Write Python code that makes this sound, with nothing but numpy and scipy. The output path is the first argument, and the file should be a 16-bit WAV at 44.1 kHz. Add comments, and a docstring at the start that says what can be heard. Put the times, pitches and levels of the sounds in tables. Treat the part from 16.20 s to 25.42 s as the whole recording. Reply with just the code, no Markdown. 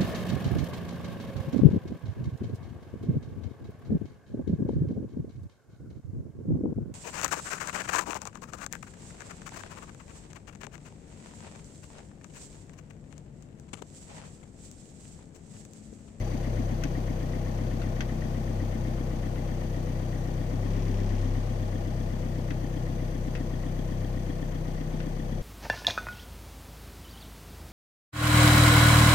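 """The driver's seat of a car, where a cold four-cylinder turbodiesel idles at about 945 rpm.
Periodic firings force the cabin air to boom; impacts at fixed crank angles make the engine thump and
clatter behind the bulkhead, and injection hiss pulses over a low rumble and faint microphone hiss.
Plastic trim clicks now and then. Midway the engine speeds up briefly under load, and loose trim buzzes."""
import sys
import numpy as np
from scipy import signal
from scipy.fft import rfft, irfft
from scipy.io import wavfile

SR = 44100
rng = np.random.default_rng(int(sys.argv[2]) if len(sys.argv) > 2 else 0)


def put_to_file(sound):
    """Save the sound as 16-bit audio at rate SR, in the file named by the first command-line argument."""
    columns = np.atleast_2d(sound).T  # one column per channel
    safe = np.clip(columns, -1, 1)
    whole_steps = np.round(safe * 32767)
    wavfile.write(sys.argv[1], SR, whole_steps.astype(np.int16))


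N = 406602
TIME = np.arange(N) / SR
FREQ = np.arange(N // 2 + 1) * SR / N + 1e-3

# The idle governor hunts, settles and lifts once under load: t/s, firing rate/Hz
FIRING_RATE = [(0.0, 32.36), (0.15, 31.17), (0.35, 32.46), (0.6, 30.91), (0.83, 31.81), (0.98, 30.95),
               (1.38, 31.93), (2.04, 31.15), (2.36, 32.24), (2.53, 31.45), (4.25, 31.3), (4.38, 33.4),
               (4.55, 33.7), (4.92, 33.3), (5.04, 32.45), (5.35, 32.06), (6.14, 31.38), (7.65, 31.33),
               (7.87, 31.8), (8.1, 31.28), (8.75, 31.05), (9.22, 31.75)]
# Boom harmonics: order (multiple of the firing rate), level/dB, gain above idle/dB, drift/(dB/s),
# gain under load/dB, waver/dB, share of the push
BOOM_ORDERS = [(1, -34.5, 0.6, 0.04, 3, 0.6, 0), (2, -38.5, 1.5, -0.52, -1.5, 0.9, 0.66),
               (3, -38.5, 4.5, -0.0048, -2, 1, 0.92), (4, -36.5, 0.5, -0.25, -14, 1.03, 0.92),
               (5, -42, -8, 0.16, -4, 0.5, 0.17), (6, -48.5, 1.5, 0.2, -9.5, 1, 0.16),
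               (7, -52.5, 2, 0.51, -18, 2.5, 0), (8, -57, 2.5, -0.13, -4.5, 2.5, 0)]
# The firings push harder twice and ease off near the end: t/s, level/dB
FIRING_PUSH = [(0.15, -1), (0.42, 2), (0.65, -1), (1.4, 0), (4.2, -0.3), (5.9, -0.5), (7.6, -1.2),
               (7.92, 1), (8.25, -2.5), (8.85, -5.5), (9.2, -2)]
# Standing waves of the cabin air: f/Hz, half width/Hz
CABIN_MODES = [(78, 1.2), (155, 3.2), (186, 5.4), (221, 2.6)]
# Upper orders that sing as they cross a panel mode: order, mode f/Hz, width/Hz, peak level/dB
PANEL_DRONES = [(12, 375, 16, -59.5), (16, 500, 22, -59.5), (18, 575, 25, -59), (21, 660, 18, -62)]
# Orders that swell for a moment, mostly under load: order, start t/s, end t/s, level/dB
ORDER_SWELLS = [(7, 1.36, 3.1, -48), (1, 4.8, 5.25, -46), (3, 4.33, 5.2, -41), (3, 4.72, 5.7, -46.5),
                (4, 4.4, 4.74, -41), (5, 4.43, 4.73, -44), (5, 4.42, 5.0, -44), (6, 4.42, 4.62, -44),
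                (6, 4.66, 5.0, -42.5), (11, 4.42, 5.0, -51), (12, 4.4, 5.0, -49), (8, 4.96, 5.22, -45.5),
                (4, 4.93, 5.45, -42)]
# Spectra of block and bulkhead, injection hiss and microphone hiss: f/Hz, level/dB
BLOCK_SPECTRUM = [(100, -10), (170, -9), (190, -15), (230, -3), (291, -11), (334, -3.5), (419, -14),
                  (498, -6), (541, -14), (582, -8.5), (830, -16.5), (901, -22), (1150, -25.5),
                  (1360, -29.5), (1500, -22.5), (1950, -92), (3300, -120)]
HISS_SPECTRUM = [(650, -10), (1100, 0.5), (1350, -8), (1430, -11.5), (1690, -3.5), (1850, -2.5), (2670, -8),
                 (3270, -8.5), (3740, -11.5), (4260, -11.5), (4650, -10.5), (5170, -13.5), (6280, -11),
                 (7160, -19.5), (9000, -26), (11700, -31), (19800, -120)]
MIC_HISS_SPECTRUM = [(3820, -32), (6500, -17), (7220, -4.5), (8480, -2), (11100, -6), (15000, -2.5)]
# Strength of three engine noises: level/dB, offset at the start/dB, drift/(dB/s), gain under load/dB
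KNOCK_EFFORT = (-38, -1, -0.2962, 0.5)
HISS_EFFORT = (-51.5, 1, -0.1655, 2)
PIPE_EFFORT = (-67.5, 8.5, -0.05, -5)
# Blows in each cycle: place/firings, f/Hz, width/Hz, decay/s, level/dB, drift/(dB/s), roughness (0-1)
CLATTER_BLOWS = [(2.02, 570, 290, 0.0025, -55, -0.37, 0.6), (2.42, 497, 90, 0.0026, -55, -0.5, 0.5),
                 (.5, 435, 430, 0.0028, -58.5, 0, 0.55), (.45, 800, 130, .004, -62.5, -.3, .7),
                 (1.4, 812, 70, .004, -60, -.1, .7), (3.25, 960, 650, .006, -63, -.1, .9),
                 (3.2, 1900, 320, .004, -60, -.5, .96), (3.6, 2070, 300, .006, -62.5, -1.2, .96),
                 (.18, 1830, 220, .0032, -67.3, .6, .9), (1.23, 1830, 220, .0025, -76.5, .85, .85),
                 (2.29, 1830, 220, .0025, -76.5, .95, .85), (3.15, 3120, 500, .0018, -70.5, -.6, .85),
                 (3.5, 3060, 450, .002, -74, -.4, .9), (.09, 3300, 500, .0015, -82, .9, .8),
                 (.24, 3280, 380, .0025, -75.5, .8, .85), (.54, 3200, 500, .002, -79, .5, .85),
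                 (1.2, 3300, 500, .002, -83, 1.05, .8), (1.47, 3200, 600, .001, -84, .7, .8),
                 (2.17, 3300, 500, .0015, -85, .8, .8)]
# Strength of the once-a-cycle thump: t/s, level/dB
THUMP_LEVEL = [(0.2, -39.5), (0.8, -42), (1.1, -45), (2.05, -46), (2.4, -43), (2.9, -45), (3.3, -47.5),
               (4.2, -46.5), (4.35, -42.5), (5.4, -45.5), (5.8, -44.5), (9.2, -44.3)]
# Snaps of the trim: t/s, level/dB, relative level of thin ring/dB, relative level of treble spit/dB
TRIM_CLICKS = [(0.6362, -34.5, 13, -6), (1.6172, -39, -9, -22), (1.8061, -30.5, 3, -20),
               (3.1567, -46.5, -10, -25), (6.3055, -36.8, -20, -30), (7.1513, -35.5, -8, -22),
               (8.6073, -50, -16, -30), (8.8020, -39, -13, -28)]
# The plastic rebounds within each click: delay/s, relative level/dB
CLICK_REBOUNDS = [(0, 0), (.0042, -3.5), (.0105, -9), (.016, -13)]
# Modes of the plastic trim: f/Hz, width/Hz, level/dB
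TRIM_MODES = [(1040, 51, -6), (1540, 130, 11.5), (1930, 170, 6), (2560, 70, 8.5), (3150, 150, -2),
              (4460, 590, -6), (5500, 150, -1)]
# Level difference between the ears: f/Hz, left minus right/dB
EAR_BALANCE = [(60, 4), (150, 4.5), (300, 4), (600, 3), (1000, 3), (1900, 6.5), (3200, 6.5), (4600, 6.5),
               (6200, 15), (8500, 11.5), (12000, 3), (15000, 6.5)]

IDLE_HZ, OFF_IDLE_HZ = 31.41, 0.8  # settled firing rate; shift that takes an order on or off resonance
BUILD_UP_S = 0.053  # the boom follows a change of speed this much later
SWELL_ATTACK_S, SWELL_RELEASE_S = 0.1, 0.098
LOAD_START_S, LOAD_ATTACK_S, LOAD_HOLD_S, LOAD_RELEASE_S = 4.38, 0.135, 0.47, 0.64


def undb(db):
    """Amplitude ratio of a level in decibels."""
    return 10 ** (np.asarray(db) / 20)


def unit(x):
    """Normalisation to rms 1."""
    return x / np.sqrt(np.mean(x ** 2))


def curve(table):
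    """Linear interpolation of a time table at every sample."""
    return np.interp(TIME, *np.transpose(table))


def spectrum_db(table):
    """Interpolation of a spectrum over log frequency, at every bin."""
    hz, db = np.transpose(table)
    return np.interp(np.log(FREQ), np.log(hz), db)


def colour(x, gain):
    """Filtering by multiplication of the spectrum."""
    return irfft(rfft(x) * gain, N)


def resonance(hz, width):
    """Response of a damped oscillator, gain 1 at its centre."""
    return 1 / (1 + 1j * hz / width * (FREQ / hz - hz / FREQ))


def waver(rate_hz):
    """Random fluctuation: low-passed noise of rms 1."""
    return unit(colour(rng.standard_normal(N), np.exp(-(FREQ / rate_hz) ** 2)))


def pulses(times, sizes):
    """Impulse train with the given times and sizes."""
    at = np.round(np.ravel(times) * SR).astype(int)
    inside = (at > 0) & (at < N - 1)
    return np.bincount(at[inside], np.ravel(sizes)[inside], N)


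def bursts(hits, decay_s):
    """Each impulse starts noise that swells and decays, uncorrelated between the ears."""
    fall = np.exp(-1 / (decay_s * SR))
    envelope = signal.lfilter([np.e * (1 - fall)], np.poly([fall, fall]), hits)
    return envelope * rng.standard_normal((2, N))


def strikes(crank, places, sizes, scatter_db, jitter_s):
    """Quasi-periodic impacts, returning at the same places of each four-firing cycle."""
    angles = 4 * np.arange(-1, crank[-1] / 4)[:, None] + places
    times = np.interp(angles, crank, TIME, left=-1, right=-1)
    late, strong = rng.standard_normal((2,) + times.shape)
    return pulses(times + jitter_s * late, sizes * undb(scatter_db * strong))


def load():
    """Trapezoidal envelope of the extra engine load, 0 to 1."""
    corners = LOAD_START_S + np.cumsum([0, LOAD_ATTACK_S, LOAD_HOLD_S, LOAD_RELEASE_S])
    return np.interp(TIME, corners, [0, 1, 1, 0])


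def effort(db, start_db, drift_db_per_s, load_db, settle_s=0.47):
    """Gain of an engine noise: it settles exponentially, eases as the oil warms and follows load."""
    return undb(db + start_db * np.exp(-TIME / settle_s) + drift_db_per_s * TIME + load_db * load())


def cabin_boom(crank, firing_hz, drone_waver_db=2.5):
    """Forced vibration: firings rock the body; a harmonic lags half a cycle per cabin mode below it."""
    def order(k):
        lag = sum(np.pi / 2 + np.arctan((k * firing_hz - hz) / width) for hz, width in CABIN_MODES)
        return np.sqrt(2) * np.exp(1j * (2 * np.pi * k * crank - lag))
    delayed_hz = np.interp(TIME - BUILD_UP_S, TIME, firing_hz)
    above_idle = np.tanh((delayed_hz - IDLE_HZ) / OFF_IDLE_HZ)
    push_db = curve(FIRING_PUSH)
    out = 0
    for k, db, fast_db, drift_db, load_db, waver_db, share in BOOM_ORDERS:
        sway_db = fast_db * above_idle + share * push_db + waver_db * waver(6.1)
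        out += order(k) * effort(db, 0, drift_db, load_db) * undb(sway_db)
    for k, hz, width, db in PANEL_DRONES:
        detuning = 2 * (k * firing_hz - hz) / width
        out += order(k) * undb(db + drone_waver_db * waver(5.3)) / (1 + 1j * detuning)
    for k, start_s, end_s, db in ORDER_SWELLS:
        ramps = np.minimum((TIME - start_s) / SWELL_ATTACK_S, (end_s - TIME) / SWELL_RELEASE_S)
        out += order(k) * undb(db) * np.clip(ramps, 0, 1)
    # unequal cylinders modulate the boom once per turn of the crank
    return out.real * (1 + 0.047 * np.cos(np.pi * crank))


def block_knock(crank, count=96, coherent_hz=2400, opposed_hz=1550, roughness=0.44):
    """Structure-borne sound: valves, pump and pistons tap the block all round the cycle."""
    paths = []
    for _ in range(2):
        places = (np.arange(count) + rng.random(count)) * 4 / count
        taps = strikes(crank, places, rng.choice([-1, 1], count), scatter_db=1.5, jitter_s=0.00018)
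        paths.append(unit(taps) + roughness * rng.standard_normal(N))
    # the lows reach both ears in phase, the mids partly in antiphase
    coherence = np.exp(-FREQ / coherent_hz) * np.cos(np.pi * FREQ / opposed_hz)
    right = colour(paths[0], coherence) + colour(paths[1], np.sqrt(1 - coherence ** 2))
    ears = colour(np.array([paths[0], right]), undb(spectrum_db(BLOCK_SPECTRUM)))
    return unit(ears) * effort(*KNOCK_EFFORT)


def injection_hiss(crank, hiss_depth_db=1.2, ring_depth_db=6.5):
    """Amplitude modulation: hiss swells at each firing, and the fuel pipes ring just after it."""
    def gate(place):
        return np.tanh(2 * np.cos(2 * np.pi * (crank - place)))
    grains = rng.standard_normal((2, N)) * undb(hiss_depth_db * gate(0.027) + 0.35 * waver(160))
    hiss = unit(colour(grains, undb(spectrum_db(HISS_SPECTRUM))))
    pipe_modes = resonance(6190, 320) ** 2 + resonance(4600, 260) ** 2
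    pipe_drive = rng.standard_normal((2, N)) * undb(ring_depth_db * gate(0.14))
    ring = unit(colour(pipe_drive, pipe_modes))
    return hiss * effort(*HISS_EFFORT) + ring * effort(*PIPE_EFFORT)


def mic_hiss():
    """Stationary noise: faint, steady, high microphone hiss, uncorrelated between the channels."""
    return undb(-61) * unit(colour(rng.standard_normal((2, N)), undb(spectrum_db(MIC_HISS_SPECTRUM))))


def rumble():
    """Band-limited noise: a steady low rumble, in phase at both ears."""
    return undb(-45.5) * unit(colour(rng.standard_normal(N), resonance(119, 93) ** 2))


def clatter(crank):
    """Impact excitation: combustion and valve gear ring engine parts; the ticks slowly fade or grow."""
    out = 0
    for place, hz, width, decay_s, db, drift_db, roughness in CLATTER_BLOWS:
        hits = strikes(crank, place, 1, scatter_db=1.2, jitter_s=.0002)
        mode = resonance(hz, width) ** 2
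        clean = unit(colour(hits, mode))
        noisy = unit(colour(bursts(hits, decay_s), mode))
        blow = np.sqrt(1 - roughness ** 2) * clean + roughness * noisy
        out += blow * undb(db + drift_db * TIME)
    return out


def injector_ticks(crank):
    """Impact and resonance: an injector snaps shut before each firing, and its pipe answers higher."""
    def ticks(place, hz, width):
        hits = strikes(crank, place + np.arange(4), 1, scatter_db=1.5, jitter_s=.0002)
        return unit(colour(bursts(hits, decay_s=.001), resonance(hz, width) ** 2))
    return undb(-76) * ticks(.82, hz=4700, width=570) + undb(-78) * ticks(.9, hz=6200, width=700)


def bulkhead_thump(crank, start_hz=328, end_hz=214, length_s=0.0308, scatter_db=1.3, spread=0.026):
    """Dispersion: once a cycle a blow crosses the bulkhead, whose higher bending waves arrive first."""
    starts = np.interp(np.arange(3.82, crank[-1], 4), crank, TIME)
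    blows = np.zeros(N, complex)
    for start_s, (strong, high, long) in zip(starts, rng.standard_normal((len(starts), 3))):
        span_s = length_s * (1 + 2 * spread * long)
        at = np.arange(int(start_s * SR), min(int((start_s + span_s) * SR), N))
        age = (TIME[at] - start_s) / span_s
        cycles = np.cumsum(start_hz + (end_hz - start_hz) * age) * (1 + spread * high) / SR
        blows[at] += undb(scatter_db * strong) * np.sin(np.pi * age) * np.exp(2j * np.pi * cycles)
    ears = np.array([blows, blows * np.exp(-1j)]).real  # the right ear lags by one radian
    return unit(ears) * undb(curve(THUMP_LEVEL))


def trim_clicks(snap_s=.0011, tail_s=.008, tail_db=-20, ring_s=.002):
    """Free vibration: plastic panels snap, rebound and ring in their modes, with a spit of treble."""
    times, db, ring_db, spit_db = np.transpose(TRIM_CLICKS)
    hits = sum(pulses(times + delay_s, undb(db + drop_db)) for delay_s, drop_db in CLICK_REBOUNDS)
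    snaps = bursts(hits, snap_s) + undb(tail_db) * bursts(hits, tail_s)
    modes = sum(undb(mode_db) * resonance(hz, width) for hz, width, mode_db in TRIM_MODES)
    crack = resonance(1900, 2400) ** 2
    panel = (modes / 2 + .7 * crack) / np.sqrt(1 + (FREQ / 5200) ** 8 + (1150 / FREQ) ** 8)
    body = colour(snaps, panel / np.sqrt(np.mean(np.abs(panel) ** 2)))
    ring_band = resonance(6150, 1100) ** 2 / np.sqrt(1 + (FREQ / 7200) ** 24)
    ring = colour(bursts(pulses(times, undb(db + ring_db)), ring_s), ring_band)
    spit = colour(bursts(pulses(times, undb(db + spit_db)), snap_s), resonance(9000, 12000))
    return body + ring + spit


def trim_buzz(crank, loaded_db=-20, unloaded_drop_db=30):
    """Forced rattling: loose trim taps once a firing, hardest while the load shakes the cabin."""
    taps = strikes(crank, .77 + np.arange(4), 1, scatter_db=1, jitter_s=.0001)
    modes = resonance(5300, 1200) ** 2 + undb(1.0) * resonance(2800, 1200) ** 2
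    return colour(taps * undb(loaded_db - unloaded_drop_db * (1 - load())), modes)


def scene():
    """Superposition: the engine sounds share one crank, and the left of the cabin is the louder side."""
    firing_hz = curve(FIRING_RATE)
    crank = np.cumsum(firing_hz) / SR - .5  # counted in firings, four to a cycle
    impacts = block_knock(crank) + bulkhead_thump(crank) + clatter(crank)
    engine = cabin_boom(crank, firing_hz) + impacts + injection_hiss(crank) + injector_ticks(crank)
    mix = engine + mic_hiss() + rumble() + trim_clicks() + trim_buzz(crank)
    sides = undb(np.array([[1], [-1]]) * spectrum_db(EAR_BALANCE) / 2)
    return colour(mix, sides / sides.mean(axis=0))


def record(dry):
    """Band limiting: a steep elliptic low-pass cuts the treble above 15.4 kHz."""
    return signal.sosfilt(signal.ellip(14, .1, 70, 15400, fs=SR, output="sos"), dry)


dry = scene()
out = record(dry)
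put_to_file(out)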